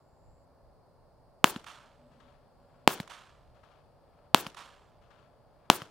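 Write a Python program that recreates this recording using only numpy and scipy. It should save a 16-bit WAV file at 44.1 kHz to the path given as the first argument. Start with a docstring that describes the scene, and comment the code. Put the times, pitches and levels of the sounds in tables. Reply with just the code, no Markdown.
"""Four pistol shots ring out over an open grass field, about fifty yards from a stereo microphone.
Each bullet's crack and the muzzle blast overload the input. Grass and tree lines scatter the bang back,
and the bullet smacks into earth an eighth of a second after the shot.
Far traffic, light wind on the microphone and insects lie underneath."""
import sys
import numpy as np
from scipy import signal
from scipy.io import wavfile

SR = 44100
rng = np.random.default_rng(int(sys.argv[2]) if len(sys.argv) > 2 else 0)


def persist_wave(psi):
    """Save psi, clipped to +-1, as 16-bit WAV."""
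    counts = np.round(np.clip(psi, -1, 1) * 32767).astype(np.int16)
    wavfile.write(sys.argv[1], SR, np.atleast_2d(counts).T)


N = 260190
TIME = np.arange(N) / SR

# The shots as they reach the microphone. Each row: start in seconds, crack gain in dB, crack length
# in ms, blast gain in dB, blast lag in ms, length of its push in ms, bark in Hz, thump gain in dB,
# bass cut in Hz, grass sizzle gain in dB, tree echo gain in dB.
SHOTS = [(1.4427, 3.5, .31, 10, .26, .2, 1080, 6, 114.9, 1, 0),
         (2.8763, 3, 0.32, 9, 0.2516, .16, 825, 12, 84.7, 0, 0.07),
         (4.346, 7, .27, 14, .23, .11, 890, 12, 76.6, -1.5, 0.44),
         (5.7004, 7, 0.24, 14, 0.21, 0.13, 884, 10.5, 62.3, 0.5, -2.5)]


def bang(crack_db, crack_ms, blast_db, lag_ms, push_ms, bark_hz, thump_db, low_cut_hz, front_ms=.026):
    """The bullet's N-shaped shock wave, then the muzzle blast: a sharp push and a longer suction."""
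    ms = np.arange(-2, SR // 20) * 1000 / SR
    front = lambda t: np.clip(t / front_ms + .5, 0, 1)
    crack = (1 - 2 * ms / crack_ms) * front(ms) * front(crack_ms - ms)
    age = np.maximum(ms - lag_ms, 0) / push_ms
    blast = front(ms - lag_ms) * (1 - age) * np.exp(-age)
    # two resonances colour the blast on its way over the ground
    bark = from_db(8) * resonance(blast, bark_hz, width_hz=.68 * bark_hz)
    thump = from_db(thump_db) * resonance(blast, hz=220.55, width_hz=200)
    pressure = from_db(crack_db) * crack + from_db(blast_db) * (blast + bark + thump)
    return butter(pressure, low_cut_hz, "high")


def shots(scatter_db=-19, scatter_t60=.018, scatter_hz=1500, pan_db=1.0):
    """Each bang arrives directly, its treble scattered differently at each capsule, then rebounds."""
    # A parked truck and bumps in the ground close by. Each row: delay in seconds, gain in dB.
    reflections = [(0.0127, -33), (0.0169, -34.5), (.029, -33), (.036, -30.5)]
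    out, t = np.zeros((2, N)), np.arange(SR // 100) / SR
    for start, *shape, _, _ in SHOTS:
        direct = bang(*shape)
        scatter = rng.standard_normal((2, len(t))) * from_db(-60 * t / scatter_t60)
        scatter = butter(scatter, scatter_hz, "high", order=1)
        scatter *= from_db(scatter_db) / np.linalg.norm(scatter, axis=1, keepdims=True)
        heard = direct + signal.fftconvolve(direct[None], scatter, axes=1)[:, :len(direct)]
        add(out, start - 2 / SR, heard * from_db([[pan_db], [-pan_db]]))
        for delay, db in reflections:
            cut_hz = 4000 * (reflections[0][0] / delay) ** 2.1   # later ones are duller
            add(out, start + delay, from_db(db) * butter(direct, cut_hz, "low", order=1))
    return out


def field_echoes():
    """Ground nearby, grass under the bullet's path, and trees whose answer varies with the wind."""
    # Tone of each echo. 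Each row: frequency in Hz, level in dB per Hz before the envelope shapes it.
    ground_colour = [(50, -89), (120, -73), (350, -62.5), (560, -67.5), (950, -66.5), (1500, -70.5),
                     (2100, -76), (2900, -73.5), (4500, -78), (8000, -83.5), (15000, -97)]
    grass_colour = [(1000, -105), (3000, -86), (5500, -86), (9000, -81), (15000, -79)]
    tree_colour = [(100, -104), (500, -95.5), (800, -83), (1150, -77), (2000, -88), (3200, -86),
                   (5200, -93), (7500, -93.5), (15000, -107)]
    # Stereo width of each echo. Each row: frequency in Hz, side minus mid in dB.
    ground_width = [(100, -19.5), (700, -11), (2500, -7), (6000, -3), (15000, -3)]
    grass_width = [(2000, -4), (15000, -4.5)]
    tree_width = [(500, -17.5), (3000, -16.5), (12000, -5.5)]
    ground = echoes([(start, 0) for start, *_ in SHOTS], ground_power, ground_colour, ground_width,
                    clump_db=3, clump_hz=500, steady_share=.78, size=SR)
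    grass = echoes([(start, db) for start, *_, db, _ in SHOTS], grass_power, grass_colour, grass_width,
                   clump_db=.48, clump_hz=900, steady_share=.1, size=SR // 2)
    trees = echoes([(start, db) for start, *_, db in SHOTS], tree_power, tree_colour, tree_width,
                   clump_db=2.5, clump_hz=600, steady_share=.43, size=2 * SR)
    return ground + grass + trees


def echoes(bangs, power, colour, width, clump_db, clump_hz, steady_share, size):
    """The same reflectors answer every bang, in clumps; moving air changes part of the fine detail."""
    out, t = np.zeros((2, N)), np.arange(size) / SR
    envelope = np.sqrt(power(t) + 1e-18)
    clumps = rms_one(from_db(clump_db * np.clip(waver(clump_hz, size), -2, 2)))
    steady = rng.standard_normal((2, 2, size))
    for start, db in bangs:
        fresh = rng.standard_normal((2, 2, size))
        paths = clumps * (np.sqrt(steady_share) * steady + np.sqrt(1 - steady_share) * fresh)
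        wash = np.zeros((2, size))
        for hz, noise in bands(paths, width):
            air_loss_db_per_s = 1.1 * (hz / 1000) ** 1.4   # air dulls the long paths
            wash += noise * from_db(at_hz(colour, hz) - air_loss_db_per_s * t)
        add(out, start, from_db(db) * envelope * wash)
    return out


def echo_power(t, delay, db, rise, hold, t60, pan_db):
    """Left and right power of one echo: it swells until its delay, holds, and dies away."""
    swell = np.exp(np.clip((t - delay) / rise, -50, 0))
    decay = from_db(db - 60 * np.clip((t - delay - hold) / t60, 0, 3))
    return (swell * decay * from_db([[pan_db / 2], [-pan_db / 2]])) ** 2


def ground_power(t):
    """The ground at the microphone answers at once; the wider field follows and dies away evenly."""
    return (echo_power(t, delay=.0033, db=2, rise=.001, hold=0, t60=.06, pan_db=2.5)
            + echo_power(t, delay=.012, db=-1.62, rise=.00099, hold=0, t60=.41, pan_db=1.5))


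def grass_power(t, onset_s=.012, sweep_s=.052, growth_db_per_s=140):
    """The shock wave sweeps the grass: the sizzle grows along the bullet's path, then stops quickly."""
    growth = from_db(growth_db_per_s * np.clip(t - onset_s, 0, sweep_s))
    return growth ** 2 * echo_power(t, onset_s, db=-8, rise=.0036, hold=sweep_s, t60=.041, pan_db=-.1)


def tree_power(t, patchy_db=1.1):
    """Trees answer, more smeared with distance; sound lingers in the woods and rolls round the horizon."""
    # Belts of trees, a near one on the right and two far ones on the left. Each row: delay in seconds,
    # gain in dB, hold in seconds, time to fall 60 dB in seconds, left minus right in dB.
    tree_belts = [(.222, -0.24, 0.028, 0.37, -6.5), (0.675, -23, 0.03, 0.43, 14),
                  (0.774, -19, .1, 0.72, 11.5)]
    # Trunks and walls, one crack apiece. Each row: delay in seconds, gain in dB, left minus right in dB.
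    hard_faces = [(.155, -8.5, -27.5), (.201, 2.5, -7.5), (0.761, -12, 14)]
    belts = sum(echo_power(t, delay, db, rise=.013 * delay, hold=hold, t60=t60, pan_db=pan_db)
                for delay, db, hold, t60, pan_db in tree_belts)
    faces = sum(echo_power(t, delay, db, rise=.0052 * delay, hold=0, t60=.12 * delay, pan_db=pan_db)
                for delay, db, pan_db in hard_faces)
    woods = echo_power(t, delay=.28, db=-5.5, rise=.007, hold=0, t60=1, pan_db=-3.5)
    horizon = echo_power(t, delay=1.3, db=-21.5, rise=.18, hold=0, t60=3, pan_db=8)
    patches = rms_one(from_db(patchy_db * waver(hz=45, size=len(t))))
    return faces + (belts + woods + horizon) * patches ** 2


def bullet_impacts(smack_t60=.0078, thud_t60=.02, spray_t60=.067, spray_hz=(900, 6000)):
    """A bullet hits earth: a hard smack with a bright snap, a low thud and a short spray of dirt."""
    # Hits downrange. 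Each row: start in seconds, smack gain in dB, smack pitch in Hz,
    # thud gain in dB, thud pitch in Hz, dirt spray level in dB.
    hits = [(1.5615, -20.5, 850, -18, 225, -53.5), (3.0009, -17, 530, -14.5, 182, -44),
            (4.4662, -14, 644, -23, 188, -47), (5.819, -17, 890, -23.5, 150, -52.5)]
    out, t = np.zeros((2, N)), np.arange(SR // 4) / SR
    for start, smack_db, smack_hz, thud_db, thud_hz, spray_db in hits:
        white, dirt, grain_size = rng.standard_normal((3, 2, len(t)))
        burst = white * from_db(-60 * t / smack_t60)
        burst[0, 0] += 3.2   # the first contact is a single sharp push
        snap = from_db(-8) * resonance(burst, hz=3500, width_hz=2200)
        smack = resonance(burst, smack_hz, width_hz=1100) - snap
        grains = butter(dirt * from_db(5 * grain_size), spray_hz, "band", order=1)
        spray = rms_one(grains) * from_db(spray_db - 60 * t / spray_t60)
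        thud_envelope = (1 - np.exp(-t * thud_hz * 2)) * from_db(thud_db - 60 * t / thud_t60)
        thud = butter(np.sin(2 * np.pi * thud_hz * t) * thud_envelope, 85, "high")
        mid, side = from_db(smack_db) * smack + spray
        add(out, start, stereo(mid, side, side_db=-9) + thud)
    return out


def far_traffic():
    """A steady wash of distant roads, hollowed near 300 Hz by the soft ground."""
    # Tone at the microphone. Each row: frequency in Hz, level in dB per Hz.
    colour = [(30, -91.5), (85, -88.5), (140, -88), (210, -97), (320, -98.5), (440, -95), (570, -90.5),
              (900, -96), (1400, -109), (2100, -120), (3500, -126), (7000, -130), (15000, -132)]
    # Stereo width. Each row: frequency in Hz, side minus mid in dB.
    width = [(60, -5), (110, -4.5), (200, -6.5), (380, -4), (700, -10), (1290, -9), (2380, -6),
             (4400, -6.5), (8120, -1), (15000, -0.5)]
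    white = rng.standard_normal((2, 2, N))
    return sum(from_db(at_hz(colour, hz)) * noise for hz, noise in bands(white, width))


def wind(buffet_hz=(22, 75), calm_db=-76, flutter_db=2.5):
    """Light wind buffets the microphone: a low flutter with a few short gusts."""
    # Gusts on the capsules. Each row: time of the peak in seconds, level in dB.
    gusts = [(.3, -62), (.7, -65.5), (2.32, -69.5), (3.47, -65), (5.04, -68)]
    mid, side = rms_one(butter(rng.standard_normal((2, N)), buffet_hz, "band"))
    calm = from_db(calm_db + flutter_db * waver(hz=5))
    gusting = sum(from_db(db) * bump(peak_s, half_length_s=.066) for peak_s, db in gusts)
    return stereo(mid, side, side_db=-3) * (calm + gusting)


def far_vehicle(rumble_db=-78.5, whine_db=-73.5, whine_width_hz=14, speed_up_at_s=4.7):
    """Low exhaust rumble and a wavering tyre whine swell together; the whine rises once with speed."""
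    # Exhaust resonances. Each row: frequency in Hz, width in Hz, relative level in dB.
    exhaust_modes = [(139, 25, -1.5), (248, 33, -2)]
    # The vehicle swells and fades. Each row: centre in seconds, change of the rumble in dB.
    swells = [(.6, 4.5), (2.15, 16), (2.45, -4.5), (2.72, 10)]
    swell_db = sum(db * bump(centre, half_length_s=.22) for centre, db in swells)
    white = rng.standard_normal(N)
    rumble = rms_one(sum(from_db(db) * resonance(resonance(white, hz, width), hz, width)
                         for hz, width, db in exhaust_modes))
    speed_up = .5 + .5 * np.tanh((TIME - speed_up_at_s) / .25)
    whine_hz = 580 + 10 * speed_up + 13 * waver(hz=4)   # drifts with the road surface
    phase = 2 * np.pi * np.cumsum(whine_hz) / SR
    whine = rms_one(waver(whine_width_hz) * np.sin(phase) + waver(whine_width_hz) * np.cos(phase))
    return from_db(rumble_db + swell_db) * rumble + from_db(whine_db + .54 * swell_db) * whine


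def insect_chorus(peak_s=2.3, rise_db_per_s=.76, fall_db_per_s=.5):
    """Insects far across the field blend into a high hiss that makes one slow swell."""
    # Bands of the chorus. Each row: centre in Hz, width in Hz, level at the peak in dB.
    chorus = [(4600, 1000, -83.5), (9200, 2200, -90.5)]
    swell_db = np.minimum(rise_db_per_s * (TIME - peak_s), fall_db_per_s * (peak_s - TIME))
    out = np.zeros((2, N))
    for hz, width, db in chorus:
        hiss = butter(rng.standard_normal((2, N)), [hz - width / 2, hz + width / 2], "band")
        out += from_db(db + swell_db) * rms_one(hiss)
    return out


def insect_trills(strokes_per_s=110, sweep_hz=1000, rise_hz_per_s=450, fade_db=9, peak_share=.68):
    """Insects nearer the microphone trill; every wing stroke is a short falling chirp."""
    # Each row: start in seconds, length in seconds, peak level in dB, pitch in Hz.
    trills = [(0, 0.45, -83.5, 7370), (1.797, 0.41, -92, 7800), (2.5, .35, -93, 7450),
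              (3.15, .28, -90, 7750), (4.6, .3, -85.5, 7450)]
    out, unsteady = np.zeros(N), waver(hz=300)
    stroke = np.cumsum(strokes_per_s * (1 + .15 * unsteady)) / SR % 1
    for start, length, db, hz in trills:
        rise_hz = rise_hz_per_s * (TIME - start - length / 2)
        pitch = hz + sweep_hz * (.5 - stroke) + rise_hz + 130 * unsteady
        song = rms_one(np.sin(np.pi * stroke) * np.sin(2 * np.pi * np.cumsum(pitch) / SR))
        through = (TIME - start) / length
        swell_db = np.interp(through, [0, peak_share, 1], [-fade_db, 0, -fade_db / 2])
        out += song * from_db(db + swell_db) * ((through > 0) & (through < 1))
    return out


def from_db(db):
    """Decibels to gain."""
    return 10 ** (np.asarray(db) / 20)


def rms_one(x):
    """Scale to unit rms."""
    return x / np.sqrt(np.mean(x ** 2) + 1e-20)


def at_hz(points, hz):
    """Read a spectrum on a log-frequency axis."""
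    frequencies, levels = np.array(points).T
    return np.interp(np.log(hz), np.log(frequencies), levels)


def butter(x, hz, kind, order=2):
    """Causal Butterworth filter."""
    sections = signal.butter(order, np.clip(hz, 10, .48 * SR), kind, fs=SR, output="sos")
    return signal.sosfilt(sections, x)


def resonance(x, hz, width_hz):
    """Two-pole resonance with gain 1 at its peak."""
    r = np.exp(-np.pi * width_hz / SR)
    feedback = [1, -2 * r * np.cos(2 * np.pi * hz / SR), r * r]
    return signal.lfilter(np.array([1, 0, -1]) * (1 - r * r) / 2, feedback, x)


def waver(hz, size=N):
    """Random drift below hz, at unit rms."""
    return rms_one(butter(rng.standard_normal(size), hz, "low"))


def bump(peak_s, half_length_s):
    """A smooth swell of height 1."""
    return np.exp(-((TIME - peak_s) / half_length_s) ** 2)


def add(out, start_s, sound):
    """Mix a sound in at its start time."""
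    start = round(start_s * SR)
    out[:, start:start + sound.shape[-1]] += sound[..., :N - start]


def stereo(mid, side, side_db):
    """Left and right from a common part and a difference."""
    return mid + from_db(side_db) * side * np.array([[1], [-1]])


def bands(white, width):
    """Third-octave bands as (centre in Hz, stereo noise); neighbours draw on unrelated noise."""
    edges_hz = 22 * 2 ** np.arange(0, 9.8, 1 / 3)
    for k, (low, high) in enumerate(zip(edges_hz, edges_hz[1:])):
        hz = np.sqrt(low * high)
        mid, side = butter(white[k % 2], [low, high], "band") * np.sqrt(SR / 2)   # 0 dB per Hz
        yield hz, stereo(mid, side, at_hz(width, hz))


def scene():
    """Shots, their echoes and impacts over the quiet field."""
    gunfire = shots() + field_echoes() + bullet_impacts()
    return gunfire + far_traffic() + wind() + far_vehicle() + insect_chorus() + insect_trills()


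def record(dry, clip_level=.93, cutoff_hz=16000):
    """The bangs overload the input; the highest treble is cut."""
    treble_cut = signal.ellip(8, .1, 60, cutoff_hz, fs=SR, output="sos")
    return signal.sosfilt(treble_cut, np.clip(dry, -clip_level, clip_level))


dry = scene()
out = record(dry)
persist_wave(out)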